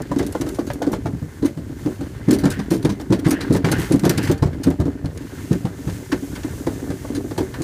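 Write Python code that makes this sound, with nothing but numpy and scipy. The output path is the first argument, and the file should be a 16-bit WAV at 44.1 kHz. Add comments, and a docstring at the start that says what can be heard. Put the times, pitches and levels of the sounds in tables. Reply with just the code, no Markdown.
"""A plastic sled runs fast down a sheet-metal trough on a hillside, heard from on board.
Each jolt makes the sled's shell boom and the trough thud and sag, with a clack; some blows clonk.
These are ringing tones and bursts of tiny contacts. Runners scuff the metal, and whirrs rise after hard scuffs.
Underneath, filtered noise and grit make the runners' roar and grind, and a hiss as the sled leans into a bend."""
import sys
import numpy as np
from scipy import signal
from scipy.fft import rfft, irfft
from scipy.io import wavfile

SR = 44100
rng = np.random.default_rng(int(sys.argv[2]) if len(sys.argv) > 2 else 0)


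def wav_out(sig):
    """Save sig, one row per channel (or a flat mono array), as 16-bit PCM at SR to the path in sys.argv[1]."""
    wavfile.write(sys.argv[1], SR, np.round(np.clip(np.atleast_2d(sig).T, -1, 1) * 32767).astype(np.int16))


N = 336483  # length in samples


def from_db(db):
    """Turn decibels into a gain."""
    return 10 ** (np.asarray(db) / 20)


def rms_one(x):
    """Scale a sound to an rms (average strength) of 1."""
    return x / np.sqrt(np.mean(x ** 2) + 1e-20)


def level_curve(rows):
    """Draw straight lines between (time, level) points, giving a level for every sample."""
    times, levels = np.transpose(rows)
    return np.interp(np.arange(N) / SR, times, levels)


def add(out, s, sound):
    """Mix a sound in at time s."""
    start = int(np.clip(round(s * SR), 0, N - 1))
    out[start:start + len(sound)] += sound[:N - start]


def drift(rate_hz):
    """Wander slowly at random around 0, with a spread of 1."""
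    # worked out at every 20th sample; the first 4000 values let the filter settle
    r = np.exp(-40 * np.pi * rate_hz / SR)
    noise = rng.standard_normal(N // 20 + 4002)
    slow = signal.lfilter([1], [1, -2 * r, r * r], noise)[4000:]
    return np.interp(np.arange(N) / 20, np.arange(len(slow)), rms_one(slow))


def low_pass(x, hz):
    """Take away the sound above a pitch, gently."""
    return signal.sosfilt(signal.butter(2, hz, "low", fs=SR, output="sos"), x)


def colour(x, spectrum, size=2048):
    """Filter a sound to a spectrum without pre-echo (minimum phase); white noise keeps its power."""
    hz, db = np.transpose(spectrum)
    grid = np.maximum(np.arange(size // 2 + 1) * SR / size, 1)
    gain = from_db(np.interp(np.log(grid), np.log(hz), db))
    cepstrum = irfft(np.log(gain))
    # folding the cepstrum onto positive times puts the energy as early as possible
    folded = 2 * cepstrum[:size // 2] * (np.arange(size // 2) > 0)
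    response = irfft(np.exp(rfft(folded, size)))
    return signal.fftconvolve(x, response / np.linalg.norm(response))[:len(x)]


def ring(clicks, hz, t60):
    """A unit click starts a sine of height 1 that falls by 60 dB in t60 seconds."""
    r, w = from_db(-60 / (t60 * SR)), 2 * np.pi * hz / SR
    return signal.lfilter([0, np.sin(w)], [1, -2 * r * np.cos(w), r * r], clicks + 1e-18)


def resonate(x, hz, t60):
    """Ring a mode (one natural tone) with noise-like input, keeping its power."""
    return ring(x, hz, t60) * np.sqrt(2 * (1 - from_db(-120 / (t60 * SR))))


def grains(per_s, spread_db, size=N):
    """Tiny contacts at random moments, uneven in size; rms 1."""
    sizes = from_db(spread_db * np.minimum(rng.exponential(1, size), 4))
    sizes = sizes * rng.choice([-1, 1], size)
    return rms_one(sizes * (rng.random(size) < per_s / SR))


def burst(rise_s, length_s):
    """The pressure of a contact: a quick rise, a short hold, then it lets go; top 1."""
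    t = np.arange(SR // 3) / SR
    shape = (1 - np.exp(-t / rise_s)) * from_db(-20 * (t / length_s) ** 1.4)
    return shape / shape.max()


def chatter(envelope, per_s, spread_db):
    """A run of tiny contacts under an envelope, with the envelope's energy."""
    force = envelope * grains(per_s, spread_db, size=len(envelope))
    return force * np.linalg.norm(envelope) / (np.linalg.norm(force) + 1e-12)


def at_spot(spectrum, ripple_db, tilt_db=0, count=110):
    """Each spot of the track adds narrow peaks and dips of its own to the common spectrum."""
    hz, db = np.transpose(spectrum)
    octave = np.linspace(np.log2(hz[0]), np.log2(hz[-1]), count)
    level = np.interp(octave, np.log2(hz), db) + tilt_db * octave
    return np.transpose([2 ** octave, level + ripple_db * rng.standard_normal(count)])


def knocks(table, modes, swell_s, soft_s, overtone_db):
    """Each blow feeds a panel's modes, which swell for a few cycles and die away."""
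    out, t = np.zeros(N), np.arange(SR // 5) / SR
    ratio, mode_db, life = np.transpose(modes)[:, :, None]
    age = t / (swell_s * life)
    soft_start = 1 - np.exp(-(t / soft_s) ** 2)
    envelope = age * np.exp(1 - age) * soft_start
    chance = rng.standard_normal((len(table), 3, len(modes), 1))
    # only the modes after the first vary in strength and tuning
    side_mode = np.arange(len(modes))[:, None] > 0
    for (s, db, hz), (strength, detune, phase) in zip(table, chance):
        gain = from_db(mode_db + side_mode * (overtone_db + 2.0 * strength))
        pitch = hz * ratio * (1 + 0.037 * detune * side_mode)
        tones = np.sin(2 * np.pi * pitch * t + np.pi * phase)
        add(out, s, from_db(db) * np.sum(gain * envelope * tones, axis=0))
    return out


def shaking(blows, t60):
    """How hard the sled still trembles after its blows: their power, dying away."""
    r = from_db(-120 / (t60 * SR))
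    return np.sqrt(signal.lfilter([1 - r], [1, -r], blows ** 2 + 1e-18))


# how bumpy the track is, as a level before the mix: (time [s], level [dB])
BUMPINESS = [(0, -19), (.08, -42.5), (.25, -32.5), (.9, -32.5), (1.3, -49.5), (1.6, -40.5), (2.2, -37),
             (2.4, -34.5), (3.05, -37.5), (3.3, -29.5), (4.3, -33.5), (4.57, -35), (6.05, -38.5),
             (6.35, -32.5), (6.53, -37.5), (6.88, -31), (7.0, -41.5), (7.1, -30), (7.47, -38.5),
             (7.63, -30)]


def trembling(blows, load):
    """Bumps shake the shell, and every blow leaves it trembling for a moment."""
    from_bumps = from_db(level_curve(BUMPINESS) + 2.5 + 0.23 * load)
    return np.hypot(from_bumps, from_db(-7.0) * shaking(blows, t60=0.17))


# the natural tones of the shell: (pitch [Hz], relative level [dB], time to fall by 60 dB [s])
SHELL_TONES = [(161, -8, 0.053), (250.6, -2, 0.12), (281.6, 4, 0.1), (326.7, -2.5, 0.071),
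               (382.4, -4, 0.14), (465, -10, 0.071), (596, -17.5, 0.045)]


def rumble():
    """Small bumps strike all the shell's modes, each with a strength of its own; rms 1."""
    bumps = grains(per_s=65, spread_db=0.5)
    tones = np.zeros(N)
    for hz, db, t60 in SHELL_TONES:
        tones += from_db(db) * resonate(bumps * rng.standard_normal(N), hz, t60)
    return rms_one(tones)


# the tone colour of the low roar: (frequency [Hz], relative level [dB])
ROAR_COLOUR = [(22, -19), (55, 2), (105, 5), (160, -1.5), (230, -8), (400, -12), (1200, -60)]


def roar(grind_db, load):
    """The trough's low roar is deep noise that grows with the grinding and the load."""
    level_db = -35.0 + 0.38 * (grind_db + 51.0) + 0.79 * load + 2.0 * drift(9.1)
    return from_db(level_db) * colour(rng.standard_normal(N), ROAR_COLOUR, size=8192)


# the tone colour of the sled hitting metal, hopping or clacking: (frequency [Hz], relative level [dB])
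CLACK_COLOUR = [(120, -33.5), (250, 5), (450, 18.5), (700, 11.5), (1000, 5.5), (1400, -1.5), (1900, -5),
                (2600, -16.5), (4000, -14), (8000, -20.5), (15000, -36.5)]


def ticks(tremble):
    """Small, soft hops on the metal, stronger while the shell trembles."""
    hops = low_pass(grains(per_s=90, spread_db=-1), 2500)
    return from_db(-14) * tremble * colour(hops, CLACK_COLOUR)


# how hard the runners grind on the sheets, before the mix: (time [s], level [dB])
GRIND_LEVEL = [(0, -46.5), (.7, -52.5), (1.05, -51), (1.7, -51), (1.87, -48), (2.2, -47.5), (2.55, -41.5),
               (2.7, -50), (3.25, -52), (3.34, -48), (3.48, -41), (3.62, -47.5), (3.82, -33.5), (4.0, -49),
               (4.26, -33), (4.4, -50), (5.14, -51.5), (5.22, -46), (5.42, -44.5), (5.8, -50), (5.88, -45),
               (6.02, -48), (6.3, -51.5), (6.4, -45), (6.56, -50), (6.8, -48), (7.0, -48.5), (7.1, -45.5),
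               (7.22, -51), (7.63, -47.5)]


def grinding_level(scrape):
    """The runners grind harder on rough track and for a moment after a scuff."""
    drag = from_db(-5.5) * shaking(scrape, t60=0.14)
    track = from_db(level_curve(GRIND_LEVEL) - 1)
    return 10 * np.log10(track ** 2 + drag ** 2)


# the ringing of the trough's sheets: (pitch [Hz], relative level [dB], time to fall by 60 dB [s])
SHEET_TONES = [(586, -3, 0.014), (1605, 13, 0.011), (1782, 9.5, 0.027), (1850, -3, 0.13),
               (2050, 9.5, 0.032)]
# the tone colour of the grit itself: (frequency [Hz], relative level [dB])
GRIT_COLOUR = [(300, -9), (550, 4), (900, 17), (1250, 6.5), (1800, 7), (2500, -3.5), (3500, 10),
               (15000, -68)]
# the tone colour of the bright rasp: (frequency [Hz], relative level [dB])
RASP_COLOUR = [(1200, -8), (1900, 8), (3100, 7), (3500, -2), (4250, 5), (5500, 0), (15000, -10)]


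def grinding(level_db):
    """Grit under the runners rings the sheets, whose tones come and go; harder grinding rasps more."""
    grit = grains(per_s=1900, spread_db=-2.0) * from_db(2.0 * drift(25))  # in coarse clumps
    tones = np.zeros(N)
    for hz, db, t60 in SHEET_TONES:
        tones += from_db(db + 3 * drift(12)) * resonate(grit, hz, t60)
    body = from_db(-2.0) * rms_one(low_pass(tones, 2600))
    body += from_db(-9.0) * colour(grit, GRIT_COLOUR)
    rasp_gain = from_db(-2.0 + 0.15 * (level_db + 24.5))
    rasp = rasp_gain * colour(grains(per_s=2200, spread_db=3.0), RASP_COLOUR)
    return from_db(level_db) * (body + rasp)


# smooth sliding, with a brief swell at 3.85 s and a long strong stretch in the last bend:
# (time [s], level [dB])
SLIDE_LEVEL = [(0, -57), (.5, -48), (1.0, -56.5), (1.25, -53.5), (1.7, -54), (1.86, -49.5), (2.3, -57.5),
               (2.66, -55), (3.64, -58.5), (3.85, -43.5), (4.4, -59), (4.97, -59.5), (5.42, -45.5),
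               (5.74, -52), (5.88, -44), (6.0, -45.5), (7.0, -45.5), (7.63, -48)]
# the tone colour of the hiss: (frequency [Hz], relative level [dB])
HISS_COLOUR = [(1200, 5), (2500, 3.5), (4200, 3), (5200, 4), (6400, 8.5), (8000, 6), (11000, 3), (15500, 0)]


def hiss(load):
    """Smoothly sliding runners hiss with a dense stream of tiny contacts."""
    contacts = grains(per_s=25000, spread_db=3.5)
    return from_db(level_curve(SLIDE_LEVEL) + load) * colour(contacts, HISS_COLOUR)


# a runner scuffs the metal, from a short tick to a long skid, before the mix:
# (time [s], level [dB], time for its pressure to fall about 20 dB [s], brightness [dB per octave])
SCUFF_EVENTS = [(.019, -37, 0.0064, 6), (.185, -35, 0.02, 4), (.225, -41.5, 0.04, -2),
                (.264, -38.5, .018, 5), (.323, -38, 0.014, 7), (.41, -35, 0.016, 3), (.487, -39, .014, 5),
                (.545, -41, .02, 2.5), (.666, -44, 0.046, 1), (.701, -26.5, 0.009, -9),
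                (.733, -40, 0.015, 6), (.819, -35.5, 0.014, -1), (.917, -38.5, 0.023, 7),
                (1.453, -35.5, .028, 4), (2.307, -24, 0.014, 4), (2.328, -29.5, .035, 3),
                (2.384, -40.5, 0.049, 4.5), (2.454, -27, 0.0054, 0.5), (2.501, -32.5, 0.041, 2.5),
                (2.59, -35, 0.026, -4.5), (2.703, -34.5, 0.087, 3), (2.826, -41.5, 0.019, 0),
                (2.847, -31.5, 0.016, -1), (2.893, -36.5, 0.048, -1.5), (3.01, -45, .014, 2),
                (3.122, -31.5, .04, -3.5), (3.191, -39.5, 0.014, 0.5), (3.245, -36.5, 0.065, -5.5),
                (3.283, -35.5, 0.028, 4), (3.306, -25, 0.032, 4), (3.406, -33.5, 0.04, -4),
                (3.524, -35, 0.036, 2.5), (3.562, -34, 0.022, 3), (3.644, -25.5, 0.016, -11),
                (3.684, -29.5, 0.023, -9), (3.714, -27.5, 0.03, 4.5), (3.781, -39.5, 0.13, 9),
                (3.92, -32, 0.033, 2), (3.957, -35.5, .011, 4), (3.994, -34, 0.01, 3),
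                (4.049, -30, 0.02, 0.5), (4.092, -25, 0.027, 5), (4.175, -27, 0.017, -0.5),
                (4.227, -39, .11, 3), (4.272, -31.5, 0.018, -3.5), (4.313, -32, 0.023, 4.5),
                (4.377, -42.5, .014, 1), (4.529, -41, 0.011, -9), (4.632, -33.5, 0.032, 1),
                (4.703, -38, 0.006, 9), (4.8, -49, 0.008, 7), (5.056, -45, 0.015, -1),
                (5.175, -37.5, .0076, 0.5), (5.528, -33.5, 0.01, 0), (5.895, -37, 0.019, -5),
                (6.117, -28, 0.022, -6), (6.353, -35, 0.027, -5), (6.433, -40, 0.011, -3),
                (7.148, -36, 0.041, 0.5), (7.377, -33.5, 0.022, 2.5), (7.54, -34.5, 0.014, -5.5),
                (7.619, -33.5, .013, 3)]
# the tone colour of a scuff: (frequency [Hz], relative level [dB])
SCUFF_COLOUR = [(700, -0.5), (1600, 9), (2600, 4.5), (4300, 8), (5500, 5.5), (6300, 6.5), (7500, 2),
                (9400, 3.5), (12000, -4.5), (15500, -8)]


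def scuffs(hits):
    """A runner slaps the metal and skids on, gritty and uneven; every landing skids a little too."""
    # a landing's skid is 10 dB under its clack, 0.017 s long and dull (-6 dB per octave)
    skids = [(s, db - 10, 0.017, -6) for s, db in hits]
    out = np.zeros(N)
    for s, db, length_s, tilt_db in list(SCUFF_EVENTS) + skids:
        pressure = burst(rise_s=0.0014, length_s=length_s)
        force = from_db(db) * chatter(pressure, per_s=5000, spread_db=2.5)
        add(out, s, colour(force, at_spot(SCUFF_COLOUR, ripple_db=4.0, tilt_db=tilt_db)))
    stick_and_slip = from_db(2.2 * drift(145))
    return from_db(3.0) * out * stick_and_slip


# the sled hits a seam or dent, levels before the mix: (time [s], boom of the shell [dB],
# pitch of the boom [Hz], thud of the trough [dB], clack [dB])
JOLT_EVENTS = [(0.114, -20.5, 295, -14, -32.5), (.160, -10.5, 278.5, -22, -34), (.192, -15, 287, -28, -26),
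               (0.208, -13.5, 289, -26, -40), (.349, -19, 309, -23, -33), (0.413, -17.5, 325, -24, -34),
               (0.464, -20, 305, -39, -34.5), (.588, -13.5, 292, -34, -31.5), (.826, -17.5, 287, -39, -29),
               (.866, -12, 292, -36, -33), (0.93, -22, 320, -16, -25.5), (1.057, -21.5, 318, -11.5, -32),
               (1.14, -27, 274, -12, -57), (1.224, -41, 295, -14, -50), (1.425, -13, 294, -18, -36),
               (1.446, -8.5, 287.7, -32, -33.5), (1.572, -26, 295, -16.5, -41.5),
               (1.858, -11.5, 285, -11, -36.5), (2.008, -24, 288, -20.5, -36),
               (2.284, -7.5, 275, -3.5, -27), (2.305, -12, 283.6, -15, -41), (2.323, -6.5, 293, -27, -33),
               (2.435, -15, 298, -10, -25.5), (2.456, -12, 300, -3, -23.5), (2.592, -24.5, 300, -14.5, -36),
               (2.712, -8, 329, -9, -28), (2.747, -15.5, 321, -17, -43), (2.848, -12, 319, -5, -25.5),
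               (2.891, -20, 297, -9.5, -31.5), (2.997, -29, 297, -30, -35), (3.104, -10.5, 305, -6, -34),
               (3.122, -10.5, 337, -12, -25), (3.186, -19.5, 283, -21, -46), (3.264, -12, 305, -4.5, -24.5),
               (3.312, -13, 305, -17, -29), (3.505, -8.5, 309.4, -4.5, -34), (3.548, -14.5, 342, -7, -25.5),
               (3.644, -28, 298, -4, -23.5), (3.667, -20, 384, -15, -29.5), (3.715, -23, 300, -6.5, -28),
               (3.786, -21, 314, -8.5, -35), (3.907, -9.5, 326, -9.5, -30), (3.944, -17.5, 310, -7, -46),
               (4.035, -10, 307, -7.5, -25), (4.061, -10.5, 353, -5, -24), (4.097, -13.5, 352, -6.5, -30),
               (4.18, -16.5, 310, -8, -33), (4.296, -9, 356.3, -6, -28), (4.423, -16.5, 282, -5.5, -23.5),
               (4.46, -29, 294, -6.5, -38), (4.667, -7, 276.4, -4, -30.5), (4.707, -30, 288, -24, -35.5),
               (4.8, -20, 294, -3.5, -30), (4.854, -15, 294, -12, -37.5), (5.045, -20, 274, -10, -41),
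               (5.515, -17, 321, -3, -35), (5.651, -23.5, 323.5, -9, -32), (5.874, -23, 316, -9.5, -35),
               (6.122, -11.5, 292, -43, -27.5), (6.443, -19, 291.5, -33, -38.5),
               (6.666, -14.5, 335.5, -17.5, -27), (6.902, -22.5, 299, -15.5, -32.5),
               (7.173, -17, 305, -30, -52), (7.308, -25, 298, -25, -35.5),
               (7.378, -16.5, 361, -15.5, -25.5), (7.403, -12.5, 292.4, -28, -35),
               (7.601, -18.5, 304, -17.5, -40.5)]
# the sheet under the sled, stiffer and slacker along the track: (time [s], pitch [Hz])
SHEET_PITCH_CURVE = [(.9, 151), (1.2, 124), (2.3, 173.4), (2.85, 146.4), (3.7, 142), (4.06, 162),
                     (4.42, 115.4), (5.05, 115.8), (5.5, 132.7), (7.6, 135.4)]
THUD_LEAD_S, BOOM_LAG_S = 0.00607, 0.00082  # the sheet gives way just before the hit, the shell answers after
THUD_SPREAD_OCTAVES = 0.024  # every spot of the track is tuned a little differently


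def landings():
    """Split each jolt into a thud and a boom (time, level, pitch) and a clack (time, level)."""
    booms, thuds, hits = [], [], []
    spots = rng.standard_normal(len(JOLT_EVENTS))
    for (s, boom_db, boom_hz, thud_db, clack_db), spot in zip(JOLT_EVENTS, spots):
        sheet_hz = np.interp(s, *np.transpose(SHEET_PITCH_CURVE))
        booms.append((s + BOOM_LAG_S, boom_db, boom_hz))
        thuds.append((s - THUD_LEAD_S, thud_db, sheet_hz * 2 ** (THUD_SPREAD_OCTAVES * spot)))
        hits.append((s, clack_db))
    return booms, thuds, hits


# the natural tones of a knocked panel, sheet or shell:
# (multiple of its pitch, relative level [dB], life as a multiple of the swell time)
PANEL_TONES = [(1, 2, 0.61), (.74, -21, 2.74), (1.27, -16, 2.03), (1.58, -16.5, 0.77), (2.05, -32.5, 3.1)]


def sheet_thuds(thuds):
    """The struck metal sheet thuds: low tones with a sharp start and strong overtones."""
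    return from_db(-6.5) * knocks(thuds, PANEL_TONES, swell_s=0.0086, soft_s=0.00043, overtone_db=9.0)


def sags(thuds):
    """The trough sags under each landing with a deep, short thump; a slack sheet gives more."""
    slack_hz, loss_per_octave = 113, 29  # reference pitch; dB lost per octave on stiffer sheets
    pushes = np.zeros(N)
    for s, db, hz in thuds:
        add(pushes, s, from_db([db - 6.5 + loss_per_octave * np.log2(slack_hz / hz)]))
    return ring(pushes, hz=73, t60=0.075)


def clacks(hits):
    """The sled lands on metal with one firm hit and chatters for an instant; heavier is duller."""
    out = np.zeros(N)
    for s, db in hits:
        pressure = burst(rise_s=0.00073, length_s=0.045)
        force = from_db(db) * chatter(pressure, per_s=2200, spread_db=0.5)
        firm_hit = signal.unit_impulse(len(force), int(0.00205 * SR))
        force = force + from_db(-10.5) * np.linalg.norm(force) * firm_hit
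        tilt_db = 2.63 - 0.077 * (db + 32.5)  # brightness, dB per octave
        add(out, s, from_db(1.5) * colour(force, at_spot(CLACK_COLOUR, ripple_db=2.5, tilt_db=tilt_db)))
    return out


# a square blow makes a sheet of the trough clonk: (time [s], level [dB], pitch [Hz])
CLONK_EVENTS = [(.114, -19.5, 558), (.349, -19, 506), (.585, -22, 516), (.700, -21.5, 580),
                (.816, -17.5, 506), (.932, -30, 606), (1.055, -23, 682), (2.847, -29, 520),
                (4.053, -23, 553), (6.121, -28, 867), (6.667, -20, 490), (7.047, -29.5, 513)]
# the natural tones of a clonk:
# (multiple of its pitch, relative level [dB], life as a multiple of the swell time)
CLONK_TONES = [(1, 0.5, 0.81), (1.3, -3, 0.68), (1.7, -5.5, 0.75), (2.1, -8.5, 0.71), (2.9, -15, 1)]


def clonks():
    """A squarely struck sheet rings with a few short tones."""
    return knocks(CLONK_EVENTS, CLONK_TONES, swell_s=0.0047, soft_s=0.002, overtone_db=1)


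def shell_booms(booms):
    """The plastic shell booms: its tones start softly, swell and die away."""
    return from_db(0.5) * knocks(booms, PANEL_TONES, swell_s=0.0086, soft_s=0.0029, overtone_db=0.5)


def trough(x, t60):
    """The metal sheets carry each contact on in a dense, dull ring."""
    t = np.arange(SR // 2) / SR
    tail = rng.standard_normal(len(t)) * from_db(-60 * t / t60) * (t > .008)
    band = signal.butter(2, [450, 2300], "band", fs=SR, output="sos")
    return signal.sosfilt(band, signal.fftconvolve(x, tail / np.linalg.norm(tail))[:N])


# a whirr rises after a hard scuff, like a small wheel spinning up:
# (time [s], level [dB], time for it to fall about 20 dB [s])
WHIRR_EVENTS = [(2.504, -40, 0.15), (3.314, -36, 0.13), (3.717, -34, 0.17), (4.179, -38, 0.11)]
# the bands of a whirr: (multiple of its pitch, relative level [dB], width [Hz])
WHIRR_TONES = [(0.997, 3, 364), (1.652, -6, 600)]


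def whirrs():
    """Narrow, rough bands of noise glide up together and fade."""
    start_hz, top_hz, spin_up_s = 1404, 2044, 0.079
    out = np.zeros(N)
    for s, db, length_s in WHIRR_EVENTS:
        envelope = burst(rise_s=0.009, length_s=length_s)
        t = np.arange(len(envelope)) / SR
        pitch = top_hz + (start_hz - top_hz) * np.exp(-t / spin_up_s)
        turn = 2 * np.pi * np.cumsum(pitch) / SR
        for multiple, band_db, width_hz in WHIRR_TONES:
            # slow noise on a sine and a cosine makes a band of noise around the pitch
            a, b = low_pass(rng.standard_normal((2, len(t))), width_hz / 2)
            band = rms_one(a * np.cos(multiple * turn) + b * np.sin(multiple * turn))
            add(out, s, from_db(db + band_db) * envelope * band)
    return out


def scene():
    """Mix the blows with the steady contact of the runners."""
    load = drift(6.4)  # the sled jiggles, pressing harder and softer on the track
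    booms, thuds, hits = landings()
    shell = shell_booms(booms)
    sheets = sheet_thuds(thuds)
    scrape = scuffs(hits)
    rattle = clacks(hits) + clonks() + scrape
    blows = shell + sheets + sags(thuds) + rattle + from_db(-11.5) * trough(rattle, t60=0.16)

    grind_db = grinding_level(scrape)
    tremble = trembling(shell + sheets, load)
    steady = tremble * rumble() + roar(grind_db, load) + ticks(tremble)
    steady += grinding(grind_db + 0.5 * load) + hiss(load)
    return (blows + steady + whirrs())[None]


def record(dry):
    """The deepest bass is lost, peaks are rounded, the top is cut."""
    x = signal.sosfilt(signal.butter(3, 36, "high", fs=SR, output="sos"), dry)
    top = 0.96  # peaks bend smoothly towards this height
    x = x / (1 + (x / top) ** 6) ** (1 / 6)
    return signal.sosfilt(signal.ellip(10, .1, 90, 15250, fs=SR, output="sos"), x)


dry = scene()
out = record(dry)
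wav_out(out)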